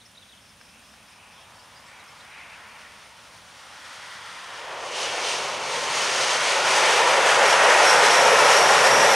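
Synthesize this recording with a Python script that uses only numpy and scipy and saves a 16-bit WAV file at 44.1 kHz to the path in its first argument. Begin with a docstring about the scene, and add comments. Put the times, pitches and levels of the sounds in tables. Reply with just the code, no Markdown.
"""A twin turboprop lands on a wet runway and rolls toward the listener at the airfield fence.
At first small birds chirp over the quiet field, with two dry ticks and a sparse drizzle.
A far rush builds and the tyres swish through water. From about 4.5 s exhaust rumble and a low drone
come through, and the rush swells to a roar as the blades flatten to brake, over the hiss of spray.
In the last two seconds the compressor's whine flares and creeps up in pitch."""
import sys
import numpy as np
from scipy import signal
from scipy.fft import rfft, irfft, next_fast_len
from scipy.io import wavfile
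from scipy.ndimage import uniform_filter1d, map_coordinates

SR = 44100
rng = np.random.default_rng(int(sys.argv[2]) if len(sys.argv) > 2 else 0)


def digitize_waveform(pressure):
    """Quantize a signal to 16-bit integers and store it at the path in sys.argv[1].

    Rows of a 2-D input are taken as channels; values are limited to [-1, 1].
    """
    field = np.atleast_2d(pressure).T
    bounded = np.clip(field, -1, 1)
    quanta = np.round(bounded * 32767).astype(np.int16)
    wavfile.write(sys.argv[1], SR, quanta)


N = 403515


def amp(db):
    """Decibels to gain."""
    return 10 ** (np.asarray(db) / 20)


def unit(x):
    """Scale to rms 1."""
    return x / np.sqrt(np.mean(x ** 2) + 1e-20)


def clock():
    """Seconds at each sample."""
    return np.arange(N) / SR


def along(points, hz):
    """Read a curve of (Hz, value) points on a log frequency axis."""
    point_hz, values = np.transpose(points)
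    return np.interp(np.log(hz + 1), np.log(point_hz + 1), values)


def curves(rows):
    """One automation curve for each column after the time."""
    times, *columns = np.transpose(rows)
    return [np.interp(clock(), times, column) for column in columns]


def wobble(rate):
    """A smooth random curve, rate knots a second."""
    knots = rng.standard_normal(int(N * rate / SR) + 4)
    return map_coordinates(knots, [clock() * rate], mode="nearest")


def swell(peak_s, half_width_s):
    """A bell-shaped rise and fall."""
    return np.exp(-2 * ((clock() - peak_s) / half_width_s) ** 2)


def fade_in(start_s, length_s):
    """A ramp from silence to full."""
    return np.clip((clock() - start_s) / length_s, 0, 1)


def hump(hz, centre_hz, width_hz):
    """A resonant peak of height 1."""
    return 1 / (1 + ((hz - centre_hz) / width_hz) ** 2)


def below(hz, edge_hz, order=8):
    """A soft low-pass curve, one half at the edge."""
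    return 1 / (1 + (hz / edge_hz) ** order)


def filtered(x, response):
    """EQ x with a gain given as a function of frequency."""
    size = next_fast_len(N + 8192)
    return irfft(rfft(x, size) * response(np.fft.rfftfreq(size, 1 / SR)), size)[..., :N]


def noise(gain, likeness=None):
    """Nearly mono stereo noise of rms 1, coloured by a gain of frequency."""
    # The default, narrow image. Each row: frequency in Hz, left-right likeness (1 is mono).
    narrow_image = [(60, 0.96), (450, 0.99), (1100, 0.97), (4500, 0.96), (5800, 0.96), (6800, 1)]

    def colour(hz):
        spread = np.arccos(np.clip(along(likeness or narrow_image, hz), -1, 1)) / 2
        return gain(hz) * np.array([np.cos(spread), np.sin(spread)])
    mid, side = filtered(rng.standard_normal((2, N)), colour)
    return unit(np.array([mid + side, mid - side]))


def tone(hz):
    """A sine of rms 1 that follows a pitch curve."""
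    return np.sqrt(2) * np.sin(2 * np.pi * np.cumsum(hz) / SR)


def add(track, start_s, sound):
    """Mix a short sound into a track."""
    part = track[max(round(start_s * SR), 0):][:len(sound)]
    part += sound[:len(part)]


def field(level_db=-55.0, sizzle_hz=9200, sizzle_db=-68):
    """The bed: distant airport rumble and soft hiss, with a thin high sizzle."""
    # The open airfield's colour. Each row: frequency in Hz, relative level in dB.
    bed_eq = [(20, -26), (40, -11), (62, 1.5), (105, 2.5), (140, -1), (215, 1), (380, -10), (600, -4),
              (1400, -7.5), (3300, -6), (4400, -18.5), (6200, -12), (7000, -16.5), (9600, -14.5),
              (15500, -29)]
    # Its stereo image. Each row: frequency in Hz, left-right likeness (1 is mono).
    image = [(150, .998), (420, 0.88), (1000, 0.8), (8000, 0.76), (14000, .995)]
    bed = amp(level_db + 0.49 * wobble(4.5)) * noise(lambda hz: amp(along(bed_eq, hz)), image)
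    sizzle = amp(sizzle_db + wobble(5.7)) * noise(lambda hz: hump(hz, sizzle_hz, 300), image)
    return bed + sizzle


def drizzle(count=70, t60=.004):
    """Sparse tiny drops land close by, each a bright pinprick of noise."""
    drops, t = np.zeros(N), np.arange(SR // 200) / SR
    for when, size in rng.random((count, 2)):
        envelope = amp(-53 + 11 * size ** 2 - 60 * t / t60)
        add(drops, when * N / SR, envelope * rng.standard_normal(len(t)))
    return filtered(drops, lambda hz: hump(hz, 8000, 4500))


def ticks(ring_hz=1700, ring_t60=.004, crack_t60=.03):
    """Small dry ticks close by: a crack and a very short hollow ring."""
    # Each row: start in seconds, relative level in dB.
    hits = [(0.613, -37), (.94, -41)]
    track, t = np.zeros(N), np.arange(SR // 20) / SR
    ring = np.sin(2 * np.pi * ring_hz * t) * amp(-60 * t / ring_t60)
    for start_s, db in hits:
        crack = .45 * rng.standard_normal(len(t)) * amp(-60 * t / crack_t60)
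        add(track, start_s, amp(db) * (ring + crack))
    return filtered(track, lambda hz: (0.18 + 1.4 * hump(hz, ring_hz, 1100)) * below(hz, 11000))


def far_bird(pip_hz=5280, width_hz=330, spacing_s=0.041, half_width_s=0.017):
    """A bird calls in triple pips; distance smears each into a narrow puff of sound."""
    # Each row: peak of the first pip in seconds, level in dB.
    calls = [(.42, -60), (.62, -58), (.85, -59), (1.086, -61), (1.33, -59), (1.56, -59), (1.79, -61)]
    pips = sum(amp(db) * np.exp(-((clock() - s - k * spacing_s) / half_width_s) ** 2)
               for s, db in calls for k in range(3))
    return pips * noise(lambda hz: hump(hz, pip_hz, width_hz))


def birds(reverb_db=-5, t60=.25):
    """Small birds sing quick, slightly hoarse sliding notes with a short stereo tail."""
    # Each row: start in seconds, length in seconds, start and end pitch in Hz, relative level in dB.
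    notes = [(.004, .024, 4300, 3400, -48), (0.048, .028, 4800, 5900, -45), (.149, .012, 4300, 3500, -48),
             (.169, 0.02, 3420, 4300, -41), (.212, .032, 3950, 3200, -44), (0.288, .02, 4050, 3500, -46),
             (.314, 0.03, 4100, 2600, -45), (0.368, .024, 3900, 2900, -48), (1.52, .11, 7700, 7600, -61),
             (1.58, 0.033, 4450, 4730, -50), (1.748, .04, 4960, 4750, -46), (1.81, .14, 7750, 7650, -59),
             (1.995, .024, 4200, 3500, -48), (2.078, .022, 5100, 5660, -44.5),
             (2.16, 0.092, 7650, 7600, -60), (2.2, 0.02, 3470, 4100, -44), (2.315, .022, 4200, 3450, -48)]
    song = np.zeros(N)
    hoarseness = 1 + .025 * wobble(900)
    for start_s, length_s, start_hz, end_hz, db in notes:
        glide = np.linspace(start_hz, end_hz, max(int(length_s * SR), 2))
        pitch_hz = glide * hoarseness[max(round(start_s * SR), 0):][:len(glide)]
        envelope = np.sqrt(np.hanning(len(glide)).clip(0))
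        add(song, start_s, amp(db - 7.5) * envelope * tone(pitch_hz))
    t = np.arange(SR // 2) / SR
    tail = rng.standard_normal((2, len(t))) * amp(-60 * t / t60)
    reverb = signal.fftconvolve(song[None], tail / np.linalg.norm(tail[0]), axes=1)[:, :N]
    return song + amp(reverb_db) * reverb


def tyres():
    """The tyres meet sheets of water in short swishes; the last two, near 5 s, are treble surges of the
    aircraft's rushing air."""
    # Each row: peak time and half-width in seconds, band centre and half-width in Hz, level in dB.
    swishes = [(.75, .15, 2560, 250, -60), (1.25, 0.37, 2500, 300, -55.5), (1.4, 0.1, 3300, 300, -55),
               (1.5, 0.66, 1050, 220, -61), (1.966, 0.21, 2220, 600, -52.5), (2.39, 0.19, 2270, 553, -46),
               (2.536, .04, 2600, 220, -47), (2.62, 0.38, 980, 200, -54.5), (2.72, 0.56, 2200, 550, -51),
               (4.12, 0.15, 1900, 150, -50), (4.3, 0.94, 3280, 300, -52.5), (5.03, 0.18, 2880, 350, -35.5),
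               (5.305, 0.12, 2970, 350, -33)]
    return sum(amp(db) * swell(peak_s, half_s) * noise(lambda hz: hump(hz, centre_hz, width_hz))
               for peak_s, half_s, centre_hz, width_hz, db in swishes)


def engine_hum(start_s=4.5, fade_s=0.67, rumble_db_per_s=3.5, drone_db_per_s=0.8):
    """Exhaust rumble grows steadily out of the field, with the low unsteady drone of the engines."""
    # The exhaust's colour. Each row: frequency in Hz, relative level in dB.
    exhaust_eq = [(20, -25), (45, -19), (65, -15), (110, -14), (135, 4.5), (200, -0.5), (280, 0),
                  (400, -15), (800, -50)]
    # The drone's partials. Each row: multiple of the base pitch, relative level in dB.
    partials = [(2, -6), (3, -4), (5, -0.5)]
    age = clock() - start_s
    boom_db = 4.5 * swell(8.98, 0.11)  # one swell as the aircraft draws level
    rumble_db = -58.5 + rumble_db_per_s * age + boom_db + 0.76 * wobble(6)
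    rumble = amp(rumble_db) * noise(lambda hz: amp(along(exhaust_eq, hz)))
    sag_hz = 7 / (1 + np.exp((7.15 - clock()) / 0.314))  # the pitch sags as the aircraft slows
    base_hz = (50.3 - sag_hz) * (1 + 0.0076 * wobble(7))
    drone_db = -59 + drone_db_per_s * age
    drone = sum(amp(drone_db + db + 1.8 * wobble(3.4)) * tone(k * base_hz) for k, db in partials)
    return fade_in(start_s, fade_s) * (rumble + drone)


def turbine(start_s=7.6, fade_s=.7, start_hz=5480, climb_hz_per_s=112):
    """The compressor's whine creeps up in pitch and flares, a wavering line inside a turbulent skirt."""
    # Each row: peak time in seconds, half-width in seconds, relative level in dB.
    flares = [(7.506, 0.045, -29), (7.903, 0.054, -30.5), (8.15, .07, -37), (8.33, .03, -43),
              (8.6, 0.11, -38), (8.957, 0.1, -37.5), (9.13, .07, -31.5)]

    def skirt(width_hz):
        return noise(lambda hz: hump(hz, 0, width_hz))
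    pitch_hz = (start_hz + climb_hz_per_s * (clock() - start_s)) * (1 + 0.00134 * wobble(40))
    level = amp(-33.5) * fade_in(start_s, fade_s)
    level += sum(amp(db) * swell(peak_s, half_s) for peak_s, half_s, db in flares)
    line = amp(-6 + 4.2 * wobble(14))
    # Ring-modulating low noise wraps a breathy band around the pitch.
    whine = (line + amp(-7) * skirt(70) + amp(-1.5) * skirt(230)) * tone(pitch_hz)
    octave = amp(-14) * skirt(450) * tone(2 * pitch_hz)
    return level * (whine + octave)


def shimmer(x, depth_db=1.16, size=2048):
    """Uneven air on the way lifts and sinks narrow bands for a few tenths of a second."""
    spectrogram = signal.stft(x, nperseg=size)[2]
    patches = uniform_filter1d(rng.standard_normal(spectrogram.shape[1:]), size=3, axis=0)
    patches = uniform_filter1d(patches, size=14, axis=1)
    return signal.istft(spectrogram * amp(depth_db * unit(patches)), nperseg=size)[1][:, :N]


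def airflow(power_share):
    """One register of the aircraft's turbulence; its colour crossfades as the aircraft comes closer."""
    # Its colour from afar, halfway and close by. Each row: frequency in Hz, relative level in dB.
    far_eq = [(180, -46), (300, -12), (380, -14.5), (540, -3.5), (680, -4.5), (900, 1.5), (1250, 2.5),
              (1700, 1), (2050, -1), (3400, -6), (4100, -8.5), (5640, -10), (7900, -19.5), (9200, -15.5),
              (10600, -27), (13000, -37)]
    halfway_eq = [(120, -51), (200, -32.5), (290, -18.5), (370, -6.5), (520, -0.5), (720, -2), (950, 0.5),
                  (1600, -6), (2000, -5), (3100, -4.5), (3800, -8), (6300, -8.5), (7670, -17), (9150, -16),
                  (13500, -43.5)]
    close_eq = [(150, -40), (290, -20), (420, -3), (520, 1), (690, -1), (1000, 0.5), (1230, -3),
                (1870, -4.5), (3200, -9.5), (4300, -13.5), (5900, -11.5), (7150, -16.5), (9600, -19.5),
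                (11300, -30), (13500, -47.5)]
    # Steady peaks that make it sound hollow. Each row: centre in Hz, half-width in Hz, boost in dB.
    hollows = [(560, 70, 1.5), (860, 70, 2), (1410, 100, 3), (1850, 100, 3.5), (2280, 110, 2),
               (2850, 200, 1)]

    def boost_db(hz):
        return sum(db * hump(hz, centre_hz, width_hz) for centre_hz, width_hz, db in hollows)
    stage = np.interp(clock(), [4.4, 4.95, 6.3, 7.6], [0.026, 1, 1, 2])  # 0 far, 1 halfway, 2 close
    rush = np.zeros((2, N))
    for k, eq in enumerate([far_eq, halfway_eq, close_eq]):
        crossfade = np.sqrt(np.clip(1 - abs(stage - k), 0, 1))
        rush += crossfade * noise(lambda hz: amp(along(eq, hz) + boost_db(hz)) * np.sqrt(power_share(hz)))
    return rush


def propellers_and_spray(roar_top_hz=1050, rasp_top_hz=3400):
    """Stalling blades roar and rasp, the spray hisses; moving air makes the treble surge and flutter."""
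    # Fader rides for the approach. Each row: time in seconds, then roar, rasp and hiss in relative dB.
    faders = [(0, -73, -64.5, -60.5), (1.4, -56, -57.5, -58), (2.65, -52, -48.5, -54.5),
              (3.15, -55, -54, -54), (3.5, -54.5, -51, -53), (3.85, -50, -45, -47.5),
              (4.42, -47, -41, -45.5), (4.72, -37, -38.5, -46.5), (4.87, -35.5, -38, -41),
              (5.03, -33.5, -32, -34.5), (5.2, -32, -31.5, -36), (5.6, -32, -33, -36.5),
              (5.98, -31.5, -27, -29), (6.62, -25.5, -23.5, -28.5), (6.85, -22, -21, -27),
              (7.6, -19.5, -18.5, -27), (8.15, -18, -18.5, -25.5), (9.15, -18.5, -18.5, -25)]
    # Surges of treble. Each row: peak time in seconds, half-width in seconds, boost of the hiss in dB.
    surges = [(5.01, 0.1, 4), (5.296, 0.16, 5.5), (5.73, 0.065, 3.5), (5.994, 0.087, 1.5),
              (6.272, 0.097, 3.5), (6.496, 0.077, 2), (6.736, 0.098, 3.5), (6.91, 0.089, 3.5),
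              (7.297, 0.068, 2), (7.51, 0.04, 2.5), (7.898, 0.13, 2.5), (8.096, 0.093, 3.5),
              (8.556, 0.17, 1.5)]
    roar_db, rasp_db, hiss_db = curves(faders)
    surge_db = sum(db * swell(peak_s, half_s) for peak_s, half_s, db in surges)
    flutter = wobble(22)
    roar = airflow(lambda hz: below(hz, roar_top_hz))
    rasp = airflow(lambda hz: (1 - below(hz, roar_top_hz)) * below(hz, rasp_top_hz))
    hiss = airflow(lambda hz: 1 - below(hz, rasp_top_hz))
    spatter_db = 0.67 * wobble(130)
    return (amp(roar_db + 0.23 * flutter + 0.52 * wobble(12) - 0.55) * roar
            + amp(rasp_db + 0.27 * surge_db + .4 * flutter - 0.44) * rasp
            + amp(hiss_db + surge_db + 0.8 * flutter + spatter_db - 0.43) * hiss)


def scene():
    """The aircraft sits a little left, over birds and field; the damp air takes its highest treble."""
    # The aircraft's balance. Each row: frequency in Hz, left minus right in dB.
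    balance = [(280, -0.3), (500, 0.4), (720, 0), (950, 0.6), (2000, 0.8), (3500, -0.6), (4400, 2.5),
               (6000, -0.5), (7000, -0.5)]

    def placement(hz):
        return amp(along(balance, hz) * np.array([[.5], [-.5]])) * below(hz, 13500, order=60)
    aircraft = shimmer(propellers_and_spray()) + engine_hum() + turbine() + tyres()
    return filtered(aircraft, placement) + birds() + far_bird() + ticks() + drizzle() + field()


def record(dry, top_hz=15700):
    """A brick-wall low-pass on the whole mix."""
    return filtered(dry, lambda hz: hz < top_hz)


dry = scene()
out = record(dry)
digitize_waveform(out)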